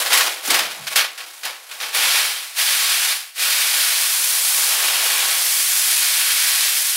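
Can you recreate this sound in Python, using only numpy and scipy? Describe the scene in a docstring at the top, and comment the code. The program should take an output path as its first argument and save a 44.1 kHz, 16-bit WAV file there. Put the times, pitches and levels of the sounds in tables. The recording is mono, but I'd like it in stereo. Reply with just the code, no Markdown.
"""Sweeping a stovepipe

A chimney brush on a rod works inside a steel stovepipe taped into a plastic bag, in a small hard room.
The rod is jostled: bristles scrape in short bursts, the bag crackles, a few dull knocks sound.
Then the brush scours steadily and loosened soot hisses down into the bag, twice thinning to a trickle.
Scrapes, crackle and hiss are swarms of tiny impacts, coloured by the resonances of the pipe."""
import sys
import numpy as np
from scipy import signal
from scipy.fft import rfft, irfft, next_fast_len
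from scipy.io import wavfile

SR = 44100
rng = np.random.default_rng(int(sys.argv[2]) if len(sys.argv) > 2 else 0)


def unload_audio(sound):
    """Save the sound as a 16-bit wav file, at the path given as the first command line argument."""
    columns = np.transpose(np.atleast_2d(sound))
    # keep every value between -1 and 1, then stretch to whole-number steps
    steps = np.round(np.clip(columns, -1, 1) * 32767)
    wavfile.write(sys.argv[1], SR, steps.astype(np.int16))


N = 306936
TIME = np.arange(N) / SR
SIZE = next_fast_len(N + SR, True)
HZ = np.fft.rfftfreq(SIZE, 1 / SR)


def amp(db):
    """Decibels to gain."""
    return 10 ** (np.asarray(db) / 20)


def unit(x):
    """Scales each row to rms 1."""
    return x / np.sqrt(np.mean(x ** 2, -1, keepdims=True) + 1e-20)


def read(points, hz):
    """Reads a curve on a log-frequency axis."""
    freqs, values = np.transpose(points)
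    return np.interp(np.log(hz + 1), np.log(freqs), values)


def shape(x, response):
    """Filters by a frequency response."""
    return irfft(rfft(x, SIZE) * response, SIZE)[..., :N]


def decay(age, t60):
    """A fall of 60 dB every t60 seconds."""
    return np.exp(-np.log(1000) * age / t60)


def swell(start, rise, hold, settle_db_per_s):
    """A smooth rise, a hold, then a steady fall in decibels."""
    age = TIME - start
    attack = np.sin(np.pi / 2 * np.clip(age / max(rise, .001), 0, 1)) ** 2
    return attack * amp(-settle_db_per_s * np.maximum(age - rise - hold, 0))


def clumps(rate_hz, depth_db):
    """Random swelling of a stream of grains."""
    wander = unit(shape(rng.standard_normal(N), 1 / (1 + (HZ / rate_hz) ** 2)))
    return amp(depth_db * wander)


# Stereo image. Each row: frequency in Hz, left-right correlation.
STEREO_LIKENESS = [(60, 0.79), (300, 0.76), (700, 0.86), (1400, 0.62), (3000, 0.38), (15000, 0.31)]

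def airy_noise():
    """Stereo noise among many reflections: alike in the bass, unlike in the treble."""
    left, other = rng.standard_normal((2, N))
    same = read(STEREO_LIKENESS, HZ)
    right = shape(left, same) + shape(other, np.sqrt(1 - same ** 2))
    return np.array([left, right])


def grains(colour, per_s, spread_db, ring_s=0.0044, coarse_hz=1300, fine_hz=5500):
    """Tiny impacts, each a puff of noise, in three stereo bands: coarse (low), medium and fine (high)."""
    size = amp(spread_db * np.minimum(rng.exponential(1, N), 4))
    hits = rng.random(N) < per_s / SR
    power = signal.lfilter([1], [1, -np.exp(-1 / (ring_s * SR))], size ** 2 * hits)
    puffs = unit(np.sqrt(power) * airy_noise())
    below_coarse, below_fine = (1 / (1 + (HZ / edge) ** 6) for edge in (coarse_hz, fine_hz))
    bands = np.array([below_coarse, below_fine - below_coarse, 1 - below_fine])
    gain = amp(read(colour, HZ))
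    response = bands * gain / np.sqrt(np.mean(bands * gain ** 2, -1, keepdims=True))
    return shape(puffs[:, None], response)


def strengths(level, coarse, fine):
    """Gains of the three grain bands; the coarse and fine shares are in dB against the medium level."""
    return amp([level + coarse, level, level + fine]).reshape(3, -1)


# Colour of the room tone. Each row: frequency in Hz, relative level in dB.
ROOM_TONE_COLOUR = [(20, 4.5), (60, -3), (100, -5), (200, -16), (1000, -7), (15000, -25)]

def room_tone(level_db=-77):
    """Faint steady background of the room."""
    return amp(level_db) * unit(shape(rng.standard_normal((2, N)), amp(read(ROOM_TONE_COLOUR, HZ))))


# Length of the reverb tail. Each row: frequency in Hz, seconds to fall 60 dB.
ROOM_DECAY = [(100, 0.65), (400, 0.81), (1500, 0.52), (4000, 0.43), (9000, 0.24), (15000, 0.27)]

def room(x, tail_db=-13, walls_db=-14):
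    """Nearby walls add a quick flurry of echoes, the small room a tail that dies sooner in the treble."""
    hz, age, spectrum = signal.stft(airy_noise()[:, :SR], SR, nperseg=256)
    dying = spectrum * decay(age, read(ROOM_DECAY, hz)[:, None])
    tail = signal.istft(dying, SR, nperseg=256)[1][:, :SR]
    flurry = airy_noise()[:, :SR] * np.exp(-TIME[:SR] / .014) * (TIME[:SR] > .003)
    walls = amp(walls_db) * flurry / np.linalg.norm(flurry[0])
    echoes = walls + amp(tail_db) * tail / np.linalg.norm(tail[0])
    return x + signal.oaconvolve(x, echoes, axes=1)[:, :N]


# Dull thuds. Each row: start in seconds, level in dB, band centre in Hz, seconds to fall 60 dB.
DULL_KNOCKS = [(0.115, -59, 65, .2), (0.479, -30.5, 330, 0.33), (0.505, -46, 242, 0.28),
               (0.585, -52, 200, 1), (0.765, -40, 800, 0.46), (0.79, -44, 155, 0.31), (0.96, -63, 70, .15),
               (1.49, -62, 282, 0.22), (1.97, -52.5, 282, 1.15)]

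def knocks(rise_s=0.012, relative_width=0.42):
    """Soft blows, each a short low band of noise."""
    out = np.zeros((2, N))
    noise = airy_noise()
    for start, db, hz, t60 in DULL_KNOCKS:
        age = np.maximum(TIME - start, 0)
        body = unit(shape(noise, 1 / (1 + ((HZ - hz) / (relative_width * hz)) ** 2) ** 2))
        out += amp(db) * body * (1 - np.exp(-age / rise_s)) * decay(age, t60)
    return out


# Colour of bag and bristles, in rustle and scrapes. Each row: frequency in Hz, relative level in dB.
CRACKLE_COLOUR = [(60, -58), (130, -38), (220, -31.5), (330, -15), (600, -6.5), (1000, -3), (2300, -2),
                  (4400, -3), (7100, -6.5), (10900, -6), (15600, -12.5)]
# Pushes of the rod, each stirring a rustle.
# Each row: start, rise and hold in seconds, fall in dB per second, relative level and fine share in dB.
ROD_PUSHES = [(0.0, 0.001, 0.003, 450, -18, 1), (0.0, 0.016, 0.12, 100, -23.5, -0.5),
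              (0.091, .03, 0.089, 79, -17.5, -2.5), (0.416, .04, .02, 100, -28.5, 0.5),
              (0.482, 0.023, 0.084, 97.5, -19, -6), (0.7, .06, 0.086, 202, -37, -1.5),
              (0.894, 0.034, 0.0054, 450, -24, -2), (0.95, 0.014, 0.0083, 182, -19.5, -2),
              (0.958, .03, 0.061, 698, -23, -5), (1.17, 0.022, 0.033, 81, -35, -6),
              (1.247, .02, 0.16, 148, -49.5, 8), (1.42, 0.044, 0.0045, 130, -25.5, -7),
              (1.679, 0.034, 0.054, 146, -35.5, -1.5), (1.79, 0.037, .02, 60, -26.5, -4)]

def rustle(level_db=-1, coarse_db=-9.5, held_still_s=2.46):
    """Bag and bristles crinkle faintly until the bag is held still, and louder with each push."""
    faint = strengths(level=-44, coarse=coarse_db, fine=1.5) * swell(0, 0, held_still_s, 46)
    power = faint ** 2
    for *timing, db, fine in ROD_PUSHES:
        power += (strengths(db, coarse_db, fine) * swell(*timing)) ** 2
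    crinkle = grains(CRACKLE_COLOUR, per_s=1300, spread_db=-1.5, ring_s=0.0038)
    crinkle *= clumps(rate_hz=37, depth_db=0.6)
    return amp(level_db) * (np.sqrt(power) * crinkle).sum(1)


# Short scrapes of bristles, rod and bag.
# Each row: start in seconds, relative level, coarse share and fine share in dB, seconds to fall 60 dB.
ROD_JOLTS = [(0.059, -12, -10, -9, 0.14), (0.1145, -7, -17, -16, 0.1), (0.1292, -6, -19, -0.5, 0.18),
             (0.1725, -10, -31, 0, 0.19), (0.2053, -6, -13, -7, 0.11), (0.262, -12.5, -8, -7, 0.14),
             (0.45, -21, -12, 3, 0.16), (0.475, -18.5, -0.5, 8, 0.075), (0.502, -6, -10, 0.5, 0.087),
             (0.541, -8.5, -12, -2.5, 0.16), (0.5873, -8.5, -15, -6.5, 0.14), (0.71, -21, -11, -5, 0.11),
             (0.868, -14.5, -16, -5, 0.14), (0.957, -5, -24, -2, 0.19), (0.9847, -8.5, -27, -19, 0.3),
             (1.1752, -20.5, -22, -5, 0.1), (1.201, -20, -30, -9, 0.086), (1.432, -18.5, -31, -8, 0.12),
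             (1.451, -14, -24, -1.5, 0.074), (1.712, -19, -33, -7, 0.077), (1.8, -15.5, -24.5, -9, 0.11),
             (1.8287, -14.5, -25, -13, 0.11), (1.946, -10, -13, 1.5, 0.072)]

def scrapes(band_trim_db=(-4, -3.5, -3), snap=0.48, snap_s=0.0013, rise_s=0.0027):
    """Each jolt of the rod gives a brief snap, then a burst of crackle that thins out quickly."""
    power = np.zeros((3, N + SR))
    age = np.arange(SR // 2) / SR
    trim = amp(band_trim_db)[:, None]
    for start, db, coarse, fine, t60 in ROD_JOLTS:
        burst = (1 - np.exp(-age / rise_s)) * (decay(age, t60) + snap * np.exp(-age / snap_s))
        at = round(start * SR)
        power[:, at:at + len(age)] += (trim * strengths(db, coarse, fine) * burst) ** 2
    crackle = grains(CRACKLE_COLOUR, per_s=4400, spread_db=2.0, ring_s=0.00088)
    return (np.sqrt(power[:, :N]) * crackle).sum(1)


# Texture of the soot at full flow.
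# Each row: time in seconds, relative level, coarse share and fine share in dB.
SOOT_TEXTURE = [(2.03, -18.5, -12.5, -3.5), (2.22, -17.5, -14, -3.5), (2.66, -20.0, -16.0, -0.5),
                (3.04, -20.5, -16, -1.5), (3.48, -19.5, -16.5, -1), (3.9, -20.5, -16, 1.0),
                (4.22, -25, -14.5, 5.5), (4.53, -25, -13, 7), (4.82, -21.5, -10, 1.0),
                (5.27, -21.5, -11, 0.5), (5.52, -24.5, -15, 6), (5.8, -24.5, -16.5, 6),
                (6.2, -21, -18.5, 1.5), (6.6, -20, -18, 1), (6.83, -25.5, -18.0, 5)]
# Bouts of scouring. Each row: start, rise and hold in seconds, fall in dB per second.
SCOURING_BOUTS = [(1.91, 0.069, 0.21, 53), (2.544, 0.065, 0.51, 130), (3.333, 0.11, 3.53, 120)]

def soot():
    """Level, coarse share and fine share of the soot at every moment, and how freely it flows."""
    times, *columns = np.transpose(SOOT_TEXTURE)
    level, coarse, fine = (np.interp(TIME, times, column) for column in columns)
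    flow = sum(swell(*bout) for bout in SCOURING_BOUTS)
    return level, coarse, fine, flow


# Where flakes land: the filling bag, then the steel.
# Each row: band centre in Hz, half width in Hz, relative level in dB.
LANDING_BANDS = [(409, 100, -3.5), (2980, 530, 17.5)]

def patter(growth=3.18, trim_db=8):
    """Heavy flakes patter in the bag and on the steel, growing quickly as the soot gets coarser."""
    level, coarse, _, flow = soot()
    flakes = airy_noise() * clumps(rate_hz=60, depth_db=2.5)
    landing = sum(amp(db) * unit(shape(flakes, 1 / (1 + ((HZ - hz) / half_width) ** 4)))
                  for hz, half_width, db in LANDING_BANDS)
    return flow * amp(trim_db + level + growth * coarse) * landing


# Colour of the bright soot hiss. Each row: frequency in Hz, relative level in dB.
HISS_COLOUR = [(100, -62), (200, -46), (300, -44.5), (400, -21.5), (550, -13), (770, -8.5), (1100, -5),
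               (1600, -1), (2300, 1.5), (4500, 1.5), (7000, -4.5), (10000, -2.5), (12500, -5.5),
               (15700, -10.5)]

def scouring(trim_db=0.5, coarse_lift_db=1, fine_lift_db=2):
    """Bristles and soot flakes strike the steel so densely that they merge into a hiss."""
    level, coarse, fine, flow = soot()
    hiss = grains(HISS_COLOUR, per_s=6500, spread_db=2.5) * clumps(rate_hz=19, depth_db=0.3)
    gains = strengths(level + trim_db, coarse + coarse_lift_db, fine + fine_lift_db)
    return flow * (gains * hiss).sum(1)


# Ring of the steel pipe. Each row: pitch in Hz, bandwidth in Hz, level in dB against the direct sound.
PIPE_RESONANCES = [(235, 10, 0), (327, 10, -4), (452, 14, -6), (511, 14, -6), (700, 50, -7), (785, 30, -7),
                   (960, 20, -10), (1101, 16, -2), (1543, 16, -8), (2345, 50, -12), (3116, 30, -11),
                   (3599, 30, -14), (4815, 30, -14), (4931, 25, -12), (9853, 110, -9)]

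def pipe(x):
    """The pipe adds its narrow resonances to whatever scrapes it."""
    ring = sum(amp(db) / (1 + 2j * (HZ - hz) / width) for hz, width, db in PIPE_RESONANCES)
    return shape(x, 1 + ring)


def scene():
    """Everything at the pipe sounds into the room."""
    brushing = pipe(scrapes() + rustle() + scouring())
    return room(brushing + patter() + knocks()) + room_tone()


# Stereo tilt. Each row: frequency in Hz, left minus right in dB.
PORT_BALANCE = [(60, -3), (110, -1), (200, 0), (380, -0.5), (700, -0.5), (1290, -2.5), (2380, -3.5),
                (4400, -0.5), (8120, -0.5), (15000, -4)]
# Stereo phase. Each row: frequency in Hz, lead of the left port in radians.
PORT_PHASE = [(100, 0.078), (950, 0.57), (2240, 0.48), (4000, 0.93), (6000, 1), (10000, 0.41),
              (15000, 0.28)]

def record(dry, mic_top_hz=17000, band_limit_hz=15770):
    """Two microphone ports of slightly different colour and phase, full-scale clipping, a band limit."""
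    side = np.array([[.5], [-.5]])
    balance = amp(side * read(PORT_BALANCE, HZ))
    phase = np.exp(1j * side * read(PORT_PHASE, HZ))
    rolloff = 1 / (1 + (HZ / mic_top_hz) ** 60)
    heard = np.clip(shape(dry, rolloff * balance * phase), -1, 1)
    lowpass = signal.firwin(1023, band_limit_hz, window=("kaiser", 9), fs=SR)
    return signal.oaconvolve(heard, lowpass[None], "same", axes=1)


dry = scene()
out = record(dry)
unload_audio(out)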